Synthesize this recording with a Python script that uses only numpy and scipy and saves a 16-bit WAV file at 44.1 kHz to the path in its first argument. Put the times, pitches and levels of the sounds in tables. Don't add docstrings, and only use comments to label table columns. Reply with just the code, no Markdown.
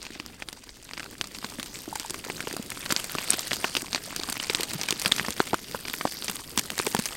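import sys
import numpy as np
from scipy import signal
from scipy.fft import rfft, irfft, next_fast_len
from scipy.io import wavfile
from scipy.ndimage import uniform_filter1d, map_coordinates

SR = 44100
rng = np.random.default_rng(int(sys.argv[2]) if len(sys.argv) > 2 else 0)


def materialize(psi):
    bounded = np.clip(np.atleast_2d(psi).T, -1, 1)
    quanta = np.round(bounded * 32767).astype(np.int16)
    wavfile.write(sys.argv[1], SR, quanta)


def voltage_ratio(level):
    return 10 ** (np.asarray(level, float) / 20)


N = 315756

# frequency in Hz, relative level in dB.
SAND_COLOUR = [(290, -1), (500, 3.5), (5130, 2.5), (8600, -0.5), (10100, -13.5), (12700, -3), (15500, -26)]


def unit(x):
    return x / np.sqrt(np.mean(x ** 2) + 1e-20)


def coloured(x, points):
    m = next_fast_len(N + 8192)
    f, v = np.transpose(points)
    gain = voltage_ratio(np.interp(np.log(np.fft.rfftfreq(m, 1 / SR) + 1), np.log(f + 1), v))
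    return irfft(rfft(x, m) * gain, m)[:N]


def placed(s, rows):
    at = np.round(np.asarray(s) * SR).astype(int)[:, None] + np.arange(rows.shape[1])
    return np.bincount(at.ravel(), rows.ravel(), N + SR)[:N]


def rings(hz, db, cycles, rise, size):
    turns = np.clip(hz, 50, SR / 2.2)[:, None] * np.arange(size) / SR
    fall = voltage_ratio(db[:, None] - 60 * turns / cycles)
    return fall * (1 - np.exp(-turns / rise)) * np.sin(2 * np.pi * turns)


def outdoor_air():
    # frequency in Hz, relative level in dB.
    air_colour = [(15, 4), (45, 9), (80, 0.5), (300, -19), (2500, -31), (9000, -51)]
    return voltage_ratio(-57.5) * unit(coloured(rng.standard_normal(N), air_colour))


def microphone_hiss():
    return voltage_ratio(-71) * rng.standard_normal(N)


def sliding(s):
    # time in seconds, level in dB.
    slide_level = [(0.0, -48.5), (0.8, -52.5), (1.04, -47.5), (1.33, -49), (1.36, -45), (1.93, -43),
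                   (2.79, -41), (3.05, -37), (3.81, -38), (3.95, -42), (4.21, -39), (4.65, -36),
                   (4.69, -36), (5.14, -37), (5.44, -40.5), (5.7, -42.5), (6.1, -40.5), (6.52, -44),
                   (6.86, -39), (7.16, -40)]
    return np.interp(s, *np.transpose(slide_level))


def grit_patter(count=6500):
    luck, chance = rng.standard_normal((count, 2)), rng.random((count, 2))
    start = chance[:, 0] * N / SR
    clumps_db = 3 * map_coordinates(rng.standard_normal(600), [start * 50])
    size_db = np.minimum(-4.0 * np.log(chance[:, 1] + 1e-9), 16) + clumps_db
    size_db += 3.9 * np.minimum(luck[:, 0], 0) + 2.8 * np.maximum(luck[:, 0], 0)
    hz = 4300 * np.exp(0.8 * luck[:, 0])
    return unit(placed(start, rings(hz, size_db, cycles=18.0, rise=0.038, size=300)))


def sand_hiss():
    z = signal.stft(rng.standard_normal(N + 512), nperseg=256)[2]
    patches = uniform_filter1d(rng.standard_normal(z.shape), size=10, axis=0)
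    patches = uniform_filter1d(patches, size=10, axis=1)
    swells = uniform_filter1d(rng.standard_normal(z.shape), size=16, axis=0)
    swells = uniform_filter1d(swells, size=70, axis=1)
    field_db = 2.5 * unit(patches) + 2.2 * unit(swells)
    noise = signal.istft(z * voltage_ratio(field_db), nperseg=256)[1][:N]
    return unit(coloured(noise, SAND_COLOUR))


def low_rumble(clock):
    # frequency in Hz, relative level in dB.
    ground_colour = [(60, 6), (130, 2), (300, 0.5), (450, -4), (1000, -24.5)]
    # time in seconds, level in dB ahead of the scene's bass cut.
    rumble_level = [(0, -49.5), (0.85, -53.5), (1.0, -46), (2.5, -45), (3.5, -46), (5.25, -42.5),
                    (5.45, -45.5), (7.16, -45)]
    lumps = voltage_ratio(3.2 * map_coordinates(rng.standard_normal(400), [clock * 40]))
    rumble = unit(lumps * coloured(rng.standard_normal(N), ground_colour))
    return voltage_ratio(np.interp(clock, *np.transpose(rumble_level))) * rumble


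def grit():
    # time in seconds, gain in dB.
    treble_gain = [(0, -17), (1.4, 2.5), (2.7, 1), (3.3, 3.5), (4.5, -3), (5.4, 1), (5.9, 6), (7.16, 7)]
    clock = np.arange(N) / SR
    patter = grit_patter()
    fizz = unit(1 + 1.64 * uniform_filter1d(np.abs(patter), size=60))
    fine = voltage_ratio(sliding(clock)) * (voltage_ratio(-3.22) * patter + voltage_ratio(-5.5) * sand_hiss() * fizz)
    treble = signal.sosfiltfilt(signal.butter(2, 9500, "high", fs=SR, output="sos"), fine)
    fine = fine + (voltage_ratio(np.interp(clock, *np.transpose(treble_gain))) - 1) * treble
    return fine + low_rumble(clock)


def lesser(count=230):
    s = np.cumsum(rng.exponential(size=count)) / 26
    size, pitch, crack, grind = np.clip(rng.standard_normal((count, 4)), -2, 1.5).T
    ring_db = sliding(s) + 8 + 4 * size
    hz = 2800 * np.exp(.7 * pitch)
    rows = np.transpose([s, ring_db, hz, 2.5 + 7 * crack, -19 + 3 * grind])
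    return rows[s < N / SR]


def chip_rings(hz, db, luck):
    ring = rings(hz, db, cycles=8.4, rise=0.13, size=1400)
    ring += rings(hz * .55 * np.exp(.25 * luck[:, 0]), db - 8, cycles=6.0, rise=.3, size=1400)
    ring -= rings(hz * 1.957 * np.exp(0.28 * luck[:, 1]), db - 4.0, cycles=14.3, rise=1.0, size=1400)
    snap_db = db - 2.5 - 5 * np.log2(hz / 800)
    ring += rings(np.full_like(hz, 3600), snap_db, cycles=2.9, rise=0.12, size=1400)
    push_db = np.minimum(db - 17.5 + 5 * luck[:, 2] - 3 * np.log2(hz / 2500), -25)
    push_hz = 309.5 * np.exp(0.22 * luck[:, 3])
    return ring + rings(push_hz, push_db, cycles=7.1, rise=0.49, size=1400)


def chip_cracks(s, crack_db):
    t = np.arange(1400) / SR
    shape = placed(s, voltage_ratio(crack_db[:, None] - 60 * t / 0.0092) * (1 - np.exp(-t / 0.0014)))
    bright = coloured(rng.standard_normal(N), [(4000, 5.0), (7000, 8.0), (15500, -2.0)])
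    return shape * unit(bright)


def chip_grinds(s, hz, grind_db, count=16):
    delay = .033 * rng.random((len(s), count)) ** 1.5
    jostle = np.clip(rng.standard_normal((len(s), count, 2)), -1.2, 2)
    tick_hz = hz[:, None] ** .5 * 60 * np.exp(0.556 * jostle[..., 0])
    tick_db = grind_db[:, None] + 8 + 2.45 * jostle[..., 1] + 2.35 * jostle[..., 0] - 60 * delay / 0.033
    ticks = rings(tick_hz.ravel(), tick_db.ravel(), cycles=14.4, rise=0.051, size=400)
    rattle = placed((s[:, None] + delay).ravel(), ticks)
    t = np.arange(1400) / SR
    scrape = placed(s, voltage_ratio(grind_db[:, None] - 4 - 60 * t / 0.042) * (1 - np.exp(-t / 0.0011)))
    return rattle + scrape * unit(coloured(rng.standard_normal(N), SAND_COLOUR))


def contacts():
    # start in seconds, ring level in dB, ring pitch in Hz,
    # crack level in dB over the ring, grind level in dB over the ring.
    clear_contacts = [(0.0286, -19.5, 5300, -20, -21), (0.0515, -24, 4400, -29.0, -14),
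                      (0.0668, -21, 2520, -21, -21), (0.1051, -28, 1800, -3, -23),
                      (0.1994, -16, 2470, -33.0, -19.5), (0.2622, -18.5, 5400, -13, -34),
                      (0.4226, -15.5, 2060, -30, -20.5), (0.4872, -15.5, 3700, -31.0, -21),
                      (0.5288, -19, 5370, -7, -20), (0.6924, -26, 4340, -24, -15),
                      (0.891, -26, 2640, -19, -24), (0.9115, -21.5, 2080, -34.0, -31),
                      (0.935, -20, 3030.0, -30.0, -12), (0.9718, -25, 2730, -25, -25),
                      (0.9769, -19, 2080, -24.0, -16), (0.9965, -19, 2550, -25, -20),
                      (1.0036, -20.5, 1710, -30, -17), (1.0299, -26.5, 1340, -28.0, -11),
                      (1.062, -26, 1410, -20, -21), (1.1295, -29.5, 1700, -25, -18),
                      (1.153, -31, 1800, -20, -20), (1.2124, -6.5, 3070, -34, -29),
                      (1.2415, -33, 1710, -13, -2.5), (1.3471, -24.5, 5100, -13, -8),
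                      (1.3863, -19, 4680, -16.0, -22), (1.4165, -28, 4660, -15, -20),
                      (1.4275, -26, 1160, -20, -24), (1.4435, -20, 1180, -26.0, -14),
                      (1.4456, -15.5, 3850, -25, -22.5), (1.5855, -26, 1830, -20, -25),
                      (1.598, -14.5, 3430, -16, -16), (1.6294, -22, 3020, 2.5, -13),
                      (1.7565, -20.5, 3670, -18, -28), (1.9568, -32, 900, 12.5, -2),
                      (1.9983, -12, 5300, -26, -18.5), (2.0982, -13.5, 5430.0, -15, -25),
                      (2.1065, -11, 6750, -5, -36), (2.1436, -24.5, 1120, -17.0, -11),
                      (2.241, -24, 2200, -17, -8), (2.2845, -26, 890, -15, -25),
                      (2.3003, -12.5, 2080, -29.0, -19), (2.4046, -22, 2520, -27.0, -6),
                      (2.4275, -23, 4250, -15, -27), (2.4721, -20, 1090, -19, -13),
                      (2.5115, -20.5, 1750, -20, -22), (2.566, -19.5, 677, 3, -36),
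                      (2.7032, -11.5, 8100, -7, -35), (2.719, -19.5, 2100, -19, -16),
                      (2.8601, -20, 1700, -19.0, -11), (2.905, -13.5, 1460, -8, -10),
                      (2.9088, -11, 4500, -22.0, -11), (2.9228, -15.5, 1360, 11, -10.5),
                      (2.964, -3.5, 4630, -26.0, -26), (3.0956, -27, 1970, -15, -6),
                      (3.1512, -14, 1130, -7, -15), (3.1847, -10.5, 2670, -27.0, -17),
                      (3.3027, -12, 6140, 1.5, -25), (3.3057, -10, 8200, -13, -45),
                      (3.3219, -16, 2860, -22, -12), (3.3332, -9, 3840, -14, -14),
                      (3.3412, -16, 2340, -25, -16), (3.5099, -15.5, 2980, -8, -13),
                      (3.5166, -8.5, 1980, -24.0, -23.5), (3.532, -7.5, 3550, -29.0, -26),
                      (3.6437, -14, 1030, -12, -7.5), (3.7519, -7, 2920, -13, -23.5),
                      (3.7672, -8.0, 3550, -16, -12), (3.9303, -9.5, 4050, -17.0, -21),
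                      (3.9476, -6.5, 2450, -22, -18), (3.9593, -15.5, 1850, -25.0, -12),
                      (3.9785, -21, 1800, -20, -18), (4.1065, -21, 2090, -20, -28),
                      (4.127, -23, 1060, -20, -28), (4.1628, -10.5, 6540.0, -13, -22),
                      (4.2347, -12, 3890.0, -30, -24), (4.288, -22.5, 795, -15, -9.5),
                      (4.2993, -7, 9300, -25, -20), (4.3688, -15, 2350, -22, -39),
                      (4.3995, -14.5, 2720, -26, -16), (4.488, -32, 2500, -20, -30),
                      (4.4982, -9.5, 3580, -33.0, -14.5), (4.5487, -3, 3740, -27, -24),
                      (4.6071, -15, 4560, -18.0, -12), (4.6328, -12, 6000, -11, -10),
                      (4.7343, -14, 8450, -0.5, -16.5), (4.8139, -7, 5940, -21, -19.5),
                      (4.8337, -11.5, 5600, -17, -18), (4.8861, -13.5, 2800, -21.0, -9),
                      (4.9073, -3.5, 6500, -12, -21), (4.9249, -10.5, 2870, -3, -31),
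                      (4.9975, -9.5, 7400, -13, -26), (5.017, -10, 6100, -12, -32),
                      (5.0595, -3, 2600, -10, -21), (5.0808, -13, 7390.0, -18, -39),
                      (5.0935, -26, 1000, -20, -33), (5.1155, -17.5, 2500, -20, -5.5),
                      (5.1204, -5, 3420, -24, -18), (5.1345, -31, 4000, -12, -30),
                      (5.1635, -14.5, 6000, -15, -19), (5.182, -10.5, 3320, -32.0, -16.5),
                      (5.1967, -8, 1900, -34, -29), (5.2476, -19.5, 1180, -12, -9),
                      (5.262, -21, 3000, -15, -10), (5.2841, -19.5, 920, -20.0, -12),
                      (5.3061, -11.5, 6700, -18.0, -19), (5.4029, -3, 1445, -30, -23),
                      (5.4755, -21, 2300, -23, -18), (5.5322, -8, 874, -29, -24),
                      (5.5426, -9, 1150, -27, -19.5), (5.7475, -13.5, 980, -15, -39),
                      (5.8526, -18, 2540, -26, -19), (5.8831, -13.5, 4330, -20, -22),
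                      (5.8985, -14.5, 3740, -27, -22), (5.9389, -13, 2280, -10, -18),
                      (6.0107, -18, 1180, -29.0, -9.5), (6.0529, -9.5, 760, -26.0, -22),
                      (6.0728, -21, 1510, -4, -10), (6.2234, -14.5, 3560, -29, -31),
                      (6.2448, -15.5, 7950, -23.0, -13), (6.2815, -16, 3870, -26.0, -7.5),
                      (6.2971, -21, 1160, 10.5, -12), (6.367, -18.5, 3520, -11, -36),
                      (6.5754, -14, 1200, 11.5, -10), (6.5866, -10, 5870, -14, -11),
                      (6.594, -3.5, 6140, -6, -40), (6.7028, -12.5, 2750, -3, -47),
                      (6.7795, -15, 1870, 3, -29), (6.7902, -16, 6200, -3, -8),
                      (6.7987, -9, 1170, -24.0, -20), (6.8661, -17, 1010, 7.5, -11),
                      (6.878, -18, 5930.0, -20.0, -36), (6.9482, -6.5, 860, -0.5, -31.5),
                      (6.9657, -24, 1080, 3, -5.5), (6.9898, -23.5, 806, 12.5, -7.5),
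                      (7.0566, -24.5, 2760, -8, -1)]
    s, db, hz, crack_db, grind_db = np.vstack([clear_contacts, lesser()]).T
    luck = np.clip(rng.standard_normal((len(s), 4)), -2, 2)
    ring = placed(s, chip_rings(hz, db, luck))
    return ring + chip_cracks(s, db + crack_db) + chip_grinds(s, hz, db + grind_db)


def thuds():
    # start in seconds, level in dB, pitch in Hz.
    landings = [(0.104, -28.5, 315), (0.158, -30, 307), (0.198, -29, 282), (0.528, -32, 290),
                (1.588, -21, 250), (1.878, -19.5, 323), (2.265, -23.5, 473), (2.299, -18.5, 383),
                (2.439, -25, 310), (2.474, -17.5, 440), (2.5382, -19.5, 383), (2.596, -17.5, 234),
                (2.9235, -15, 352), (3.1521, -18.5, 315), (3.3382, -21.5, 330), (3.6434, -21.5, 406),
                (3.77, -22.5, 383), (3.828, -23, 315), (4.195, -20.5, 350), (4.4999, -13.5, 440),
                (4.5979, -16.5, 415), (4.752, -19, 154), (4.925, -20, 377), (5.0606, -17.5, 193),
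                (5.209, -23, 181), (5.2835, -21, 220), (5.4025, -6.5, 387), (5.5333, -9, 347),
                (5.7462, -13.5, 537), (6.0524, -17, 285), (6.2924, -22.5, 193), (6.578, -19, 198),
                (6.8006, -25, 323), (6.8706, -10, 425), (6.948, -17, 224), (6.99, -11.5, 222)]
    s, db, hz = np.transpose(landings)
    body = rings(hz, db, cycles=6.86, rise=0.26, size=3000)
    overtone = rings(1.9 * hz, db - 9, cycles=9.0, rise=.2, size=3000)
    return placed(s, body + overtone)


def ringing():
    # start in seconds, level in dB ahead of the slow rise, pitch in Hz.
    ringing_stones = [(1.9274, -17.5, 875), (1.9568, -18.5, 875), (2.0473, -21.5, 900), (3.305, 5.5, 8700),
                      (4.3998, -10, 2900), (5.1203, 6, 3500)]
    s, db, hz = np.transpose(ringing_stones)
    return placed(s, rings(hz, db, cycles=18.5, rise=0.99, size=1400))


def scene():
    bass_cut = signal.butter(2, 110, "high", fs=SR, output="sos")
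    stones = signal.sosfilt(bass_cut, grit() + contacts() + thuds() + ringing())
    return (stones + outdoor_air() + microphone_hiss())[None]


def microphone(dry):
    # centre in Hz, width in Hz, lift in dB.
    resonances = [(4700, 500, 4), (8700, 900, 4)]
    m = next_fast_len(N + 8192)
    f = np.fft.rfftfreq(m, 1 / SR)
    response = np.ones(len(f), complex)
    for centre, width, db in resonances:
        response += (voltage_ratio(db) - 1) * 1j * f * width / (centre ** 2 - f ** 2 + 1j * f * width)
    response *= f < 15900
    return irfft(rfft(dry, m) * response, m)[:, :N]


def top_cut(x):
    return signal.sosfilt(signal.butter(12, 16990, fs=SR, output="sos"), x)


def record(dry):
    mix = microphone(dry)
    return top_cut(mix)


dry = scene()
out = record(dry)
materialize(out)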